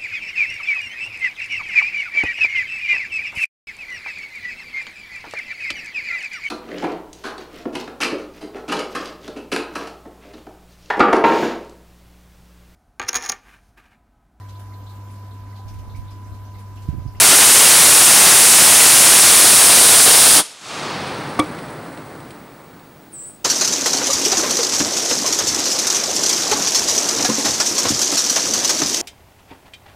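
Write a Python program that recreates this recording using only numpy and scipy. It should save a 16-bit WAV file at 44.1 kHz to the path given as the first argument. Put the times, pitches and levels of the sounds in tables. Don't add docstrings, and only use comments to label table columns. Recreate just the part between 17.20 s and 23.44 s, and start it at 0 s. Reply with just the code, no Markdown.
import sys
import numpy as np
from scipy import signal
from scipy.fft import rfft, irfft, next_fast_len
from scipy.io import wavfile
from scipy.ndimage import uniform_filter1d, minimum_filter1d

SR = 44100
rng = np.random.default_rng(int(sys.argv[2]) if len(sys.argv) > 2 else 0)


def to_wav(sig):
    pcm = np.clip(np.atleast_2d(sig), -1, 1) * 32767
    pcm = np.round(pcm).astype(np.int16)
    wavfile.write(sys.argv[1], SR, pcm.T)


N = 275359
TIME = np.arange(N) / SR
BURNOUT_S = 3.176


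def from_db(db):
    return 10 ** (np.asarray(db) / 20)


def rms_one(x):
    return x / np.sqrt(np.mean(x ** 2) + 1e-20)


def noise(colour):
    size = next_fast_len(N)
    hz, db = np.transpose(colour)
    bins = np.fft.rfftfreq(size, 1 / SR) + 1e-3
    gain = from_db(np.interp(np.log(bins), np.log(hz), db))
    gain = gain * np.minimum(bins / hz[0], 1)
    white = rng.standard_normal(size)
    return rms_one(irfft(rfft(white) * gain, size)[:N])


def drift(rate):
    r = np.exp(-2 * np.pi * rate / SR)
    settled = signal.lfilter([1], [1, -2 * r, r * r], rng.standard_normal(N + SR))[SR:]
    return rms_one(settled)


def resonance(x, hz, width_hz):
    r = np.exp(-np.pi * width_hz / SR)
    feed = np.array([1, 0, -1]) * (1 - r * r) / 2
    return signal.lfilter(feed, [1, -2 * r * np.cos(2 * np.pi * hz / SR), r * r], x)


def ring(clicks, hz, t60):
    r = from_db(-60 / (t60 * SR))
    w = 2 * np.pi * hz / SR
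    return signal.lfilter([0, np.sin(w)], [1, -2 * r * np.cos(w), r * r], clicks + 1e-18)


def clicks_of(events):
    out = np.zeros(N)
    for s, db in events:
        out[round(s * SR)] += from_db(db)
    return out


def fading(clicks, t60):
    return signal.lfilter([1], [1, -np.exp(-np.log(1000) / (t60 * SR))], clicks + 1e-18)


def echoes(x, t60, wet_db, count=120):
    delay = rng.uniform(.002, .3, count)
    response = np.zeros(SR)
    response[(delay * SR).astype(int)] = rng.standard_normal(count) * np.exp(-np.log(1000) * delay / t60)
    reflected = signal.fftconvolve(x, response / np.linalg.norm(response))[:N]
    return x + from_db(wet_db) * reflected


def envelope(start_s, hold_s, rise_db_per_s, fall_db_per_s):
    before = np.maximum(start_s - TIME, 0)
    after = np.maximum(TIME - start_s - hold_s, 0)
    return from_db(-rise_db_per_s * before - fall_db_per_s * after) + 1e-18


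def after_burnout(fall_db_per_s):
    return from_db(-fall_db_per_s * np.maximum(TIME - BURNOUT_S, 0)) + 1e-18


# frequency in Hz, relative level per Hz in dB.
JET_COLOUR = [(25, -27.5), (50, -40.5), (120, -9.5), (300, -3), (800, 2.5), (2500, 2.5), (4800, 0.5),
              (6500, 1), (8000, -0.5), (10500, -3.5), (12500, -7), (16000, -47.5)]
# frequency in Hz, width in Hz, gain in dB.
MIC_RING = [(9500, 2170, 10.5), (5200, 2700, -15.5)]
JET_DB, COLLAPSE_DB_PER_S = 44.5, 1043.5
LINGER_DB, LINGER_DB_PER_S = -32, 205
SHORTENS_S, SHORTENING_TAKES_S = 1.77, 1.4
GROUND_LAG_S, GROUND_SHARE_LONG, GROUND_SHARE_SHORT = 0.0002176, 0.026, 0.29


def jet(surge_db=2.0, wander_db=2.23, strained_hz=10300, strained_width_hz=1300, eased_db=-3):
    thrust = after_burnout(COLLAPSE_DB_PER_S)
    shortened = np.clip((TIME - SHORTENS_S) / SHORTENING_TAKES_S, 0, 1)
    ground_share = GROUND_SHARE_LONG + (GROUND_SHARE_SHORT - GROUND_SHARE_LONG) * shortened
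    rush = noise(JET_COLOUR)
    rush = rush + ground_share * np.interp(TIME - GROUND_LAG_S, TIME, rush)
    ringing = sum(from_db(db) * resonance(rush, hz, width) for hz, width, db in MIC_RING)
    strain = thrust * from_db(eased_db * shortened)
    ringing = ringing + strain * resonance(noise(JET_COLOUR), strained_hz, strained_width_hz)
    surging = thrust * from_db(surge_db * drift(24))
    lingering = from_db(LINGER_DB) * after_burnout(LINGER_DB_PER_S)
    body = rms_one(rush * from_db(wander_db * drift(21.0)) + ringing)
    return from_db(JET_DB) * (surging + lingering) * body


# frequency in Hz, relative level per Hz in dB.
SPUTTER_COLOUR = [(60, -20), (180, -8), (290, 3), (420, -5), (600, 1), (870, 2), (1400, -6), (2500, -9),
                  (3600, -2), (5000, -12), (12000, -35)]
BLOWDOWN_COLOUR = [(300, -14.5), (1500, -11.5), (3200, 0.5), (5000, -1.5), (6500, -0.5), (8000, -2.5),
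                   (10000, -8.5), (16000, -38)]
ROAR_COLOUR = [(200, -28), (400, -3), (600, -5), (800, -1.5), (1200, -4.5), (1500, -7), (2200, -12.5),
               (4000, -45.5)]
HISS_COLOUR = [(700, -25.5), (1200, 3.5), (1700, -5.5), (2400, -0.7), (3200, -3.5), (4500, -3.5),
               (6500, -14), (9000, -42.5), (16000, -57)]
SPUTTER_S, SPUTTER_HOLD_S, SPUTTER_DB = 3.16, .036, 21
BLOWDOWN_DB_PER_S = 72.5
VENT_DB, VENT_DB_PER_S, VENT_ROAR_DB = -12.5, 29, -3


def burnout():
    sputter = from_db(SPUTTER_DB) * envelope(SPUTTER_S, SPUTTER_HOLD_S, rise_db_per_s=4000, fall_db_per_s=900)
    blowdown = after_burnout(BLOWDOWN_DB_PER_S)
    vent = from_db(VENT_DB) * after_burnout(VENT_DB_PER_S)
    dull_hiss = noise(HISS_COLOUR) + from_db(VENT_ROAR_DB) * noise(ROAR_COLOUR)
    return sputter * noise(SPUTTER_COLOUR) + blowdown * noise(BLOWDOWN_COLOUR) + vent * dull_hiss


CATCH_DB, CATCHING_TAKES_S = -3.5, 0.42
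SINKS_S, SINKING_TAKES_S = 5.17, 0.14


def dwindling(full_db, fade_db_per_s, sink_db):
    age = np.maximum(TIME - BURNOUT_S, 0)
    catching = np.clip(1 - age / CATCHING_TAKES_S, 0, 1)
    sunk = np.clip((TIME - SINKS_S) / SINKING_TAKES_S, 0, 1)
    return full_db + CATCH_DB * catching - fade_db_per_s * age - sink_db * sunk


# frequency in Hz, relative level per Hz in dB.
FLUTTER_COLOUR = [(25, -2.5), (60, -6), (150, 3.5), (220, -1), (300, 1.9), (400, -4.5), (600, -5.5),
                  (1500, -51)]
SIZZLE_COLOUR = [(4000, -28.5), (6500, -2), (8000, 8.5), (9200, 10.5), (10500, 3), (12500, -15),
                 (16000, -26.5)]
SPIT_COLOUR = [(800, -5), (2000, 17), (4500, 15), (6700, -2), (8800, 15), (11000, -10), (16000, -17)]
# start in seconds, starting level in dB.
SPITS = [(3.875, -29), (4.387, -37), (4.485, -43), (4.731, -47), (4.774, -41), (5.002, -45), (5.106, -39),
         (5.201, -56), (5.595, -51)]


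def afterburn(flutter_rough_db=0.2, roar_rough_db=0.46, hiss_rough_db=0.5, sizzle_rough_db=1.9):
    lapping, flicker, frying = drift(30), drift(45), drift(70)
    flutter_db = dwindling(full_db=-25, fade_db_per_s=7, sink_db=3) + flutter_rough_db * lapping
    roar_db = dwindling(full_db=-21.5, fade_db_per_s=10.9, sink_db=0.56) + roar_rough_db * flicker
    hiss_db = dwindling(full_db=-37, fade_db_per_s=7.96, sink_db=1.2) + hiss_rough_db * flicker
    sizzle_db = dwindling(full_db=-41.5, fade_db_per_s=8.7, sink_db=2.5) + sizzle_rough_db * frying
    flame = from_db(flutter_db) * noise(FLUTTER_COLOUR) + from_db(roar_db) * noise(ROAR_COLOUR)
    gas = from_db(hiss_db) * noise(HISS_COLOUR) + from_db(sizzle_db) * noise(SIZZLE_COLOUR)
    spits = fading(clicks_of(SPITS), t60=0.054) * noise(SPIT_COLOUR)
    return flame + gas + spits


# start in seconds, level in dB.
POP = [(4.1913, -11), (4.194, -1)]
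# frequency in Hz, level in dB, 60 dB decay time in seconds, start after the first kick in seconds.
CASING = [(115, -24, .14, .003), (305, -7, .13, .0033), (520, -14, .08, .003), (735, -19, .08, 0),
          (940, -18, .09, 0), (1140, -9, .1, 0), (1205, -16, .13, .0033), (2130, -23, .05, 0),
          (2285, -20, .1, .008), (2350, -27, .07, .008), (3390, -12, .022, .008)]
# frequency in Hz, relative level per Hz in dB.
CRACK_COLOUR = [(200, -2), (1500, 2), (3000, -8), (5300, -3), (7000, -12), (9000, -1), (11000, -15),
                (16000, -34)]


def pop(crack_db=-17, thump_hz=1050, thump_t60=0.0022):
    kicks = clicks_of(POP)
    start_s = POP[0][0]
    thump = ring(kicks, thump_hz, thump_t60)
    tube = sum(ring(clicks_of([(start_s + lag, db)]), hz, t60) for hz, db, t60, lag in CASING)
    crack = from_db(crack_db) * fading(kicks, t60=0.033) * noise(CRACK_COLOUR)
    return echoes(crack - thump - tube, t60=.18, wet_db=-20)


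# lowest pitch in Hz, height of the swoop at the call's start in Hz,
# swoop time in seconds, lift in Hz, buzz depth in Hz, buzz added by the lift in Hz, level in dB.
VOICES = [(7720, 540, .016, 480, 70, 10, 0), (8240, 1000, .012, 850, 80, 240, -2)]
CALL_S, CALL_HOLD_S, CALL_DB = 5.938, 0.15, -35
LIFT_AFTER_S, LIFT_TAKES_S = .065, .11
BIRD_TOP_HZ = 9780


def bird():
    regular_buzz = np.sin(2 * np.pi * np.cumsum(150 + 25 * drift(30)) / SR)
    buzz = regular_buzz + .9 * drift(250)
    age = np.maximum(TIME - CALL_S, -.1)
    lifted = np.clip((age - LIFT_AFTER_S) / LIFT_TAKES_S, 0, 1)
    call = 0
    for low_hz, swoop_hz, swoop_s, lift_hz, buzz_hz, added_hz, db in VOICES:
        hz = np.minimum(low_hz + swoop_hz * np.exp(-age / swoop_s) + lift_hz * lifted, BIRD_TOP_HZ)
        buzzing_hz = hz + (buzz_hz + added_hz * lifted) * buzz
        call = call + from_db(db) * np.sin(2 * np.pi * np.cumsum(buzzing_hz) / SR)
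    loudness = envelope(CALL_S, CALL_HOLD_S, rise_db_per_s=1000, fall_db_per_s=450)
    return echoes(call * from_db(CALL_DB) * loudness, t60=.3, wet_db=-8)


def scene():
    sound = jet() + burnout() + afterburn() + pop() + bird()
    return np.array([sound, sound])


def overload(x, top_db):
    top = from_db(top_db)
    fine = signal.resample_poly(x, 4, 1, axis=-1)
    return signal.resample_poly(top * np.tanh(fine / top), 1, 4, axis=-1)


def gain_control(x, target_db, hold_s, release_s):
    power = uniform_filter1d(np.mean(x ** 2, axis=0), size=3000)
    excess_db = np.maximum(10 * np.log10(np.maximum(power, 1e-12)) - target_db, 0)
    half = int(hold_s * SR / 2)
    held_db = -minimum_filter1d(-excess_db, 2 * half + 1, origin=half)
    relax = np.exp(-TIME / release_s)
    cut_db = np.maximum.accumulate(held_db / relax) * relax
    return x * from_db(-cut_db)


# frequency in Hz, relative level per Hz in dB.
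FLOOR_COLOUR = [(30, 16.5), (300, 7), (2000, -2), (9000, -3), (12000, -7.5), (16000, -4)]
FLOOR_DB, SIDE_NOISE_DB = -55, -31.5
WHINE_DB, WHINE_HZ = -57.5, 15676
LOW_CUT_HZ, CUTOFF_HZ = 93, 15760


def record(dry):
    low_cut = signal.butter(2, LOW_CUT_HZ, "high", fs=SR, output="sos")
    heard = signal.sosfilt(low_cut, overload(dry, top_db=23.5))
    side_noise = np.array([noise(FLOOR_COLOUR), noise(FLOOR_COLOUR)])
    own_noise = from_db(FLOOR_DB) * (noise(FLOOR_COLOUR) + from_db(SIDE_NOISE_DB) * side_noise)
    whine = from_db(WHINE_DB) * np.sqrt(2) * np.sin(2 * np.pi * WHINE_HZ * TIME)
    out = gain_control(heard + own_noise + whine, target_db=-8.0, hold_s=.2, release_s=.14)
    return signal.sosfilt(signal.ellip(12, .1, 80, CUTOFF_HZ, fs=SR, output="sos"), out)


dry = scene()
out = record(dry)
to_wav(out)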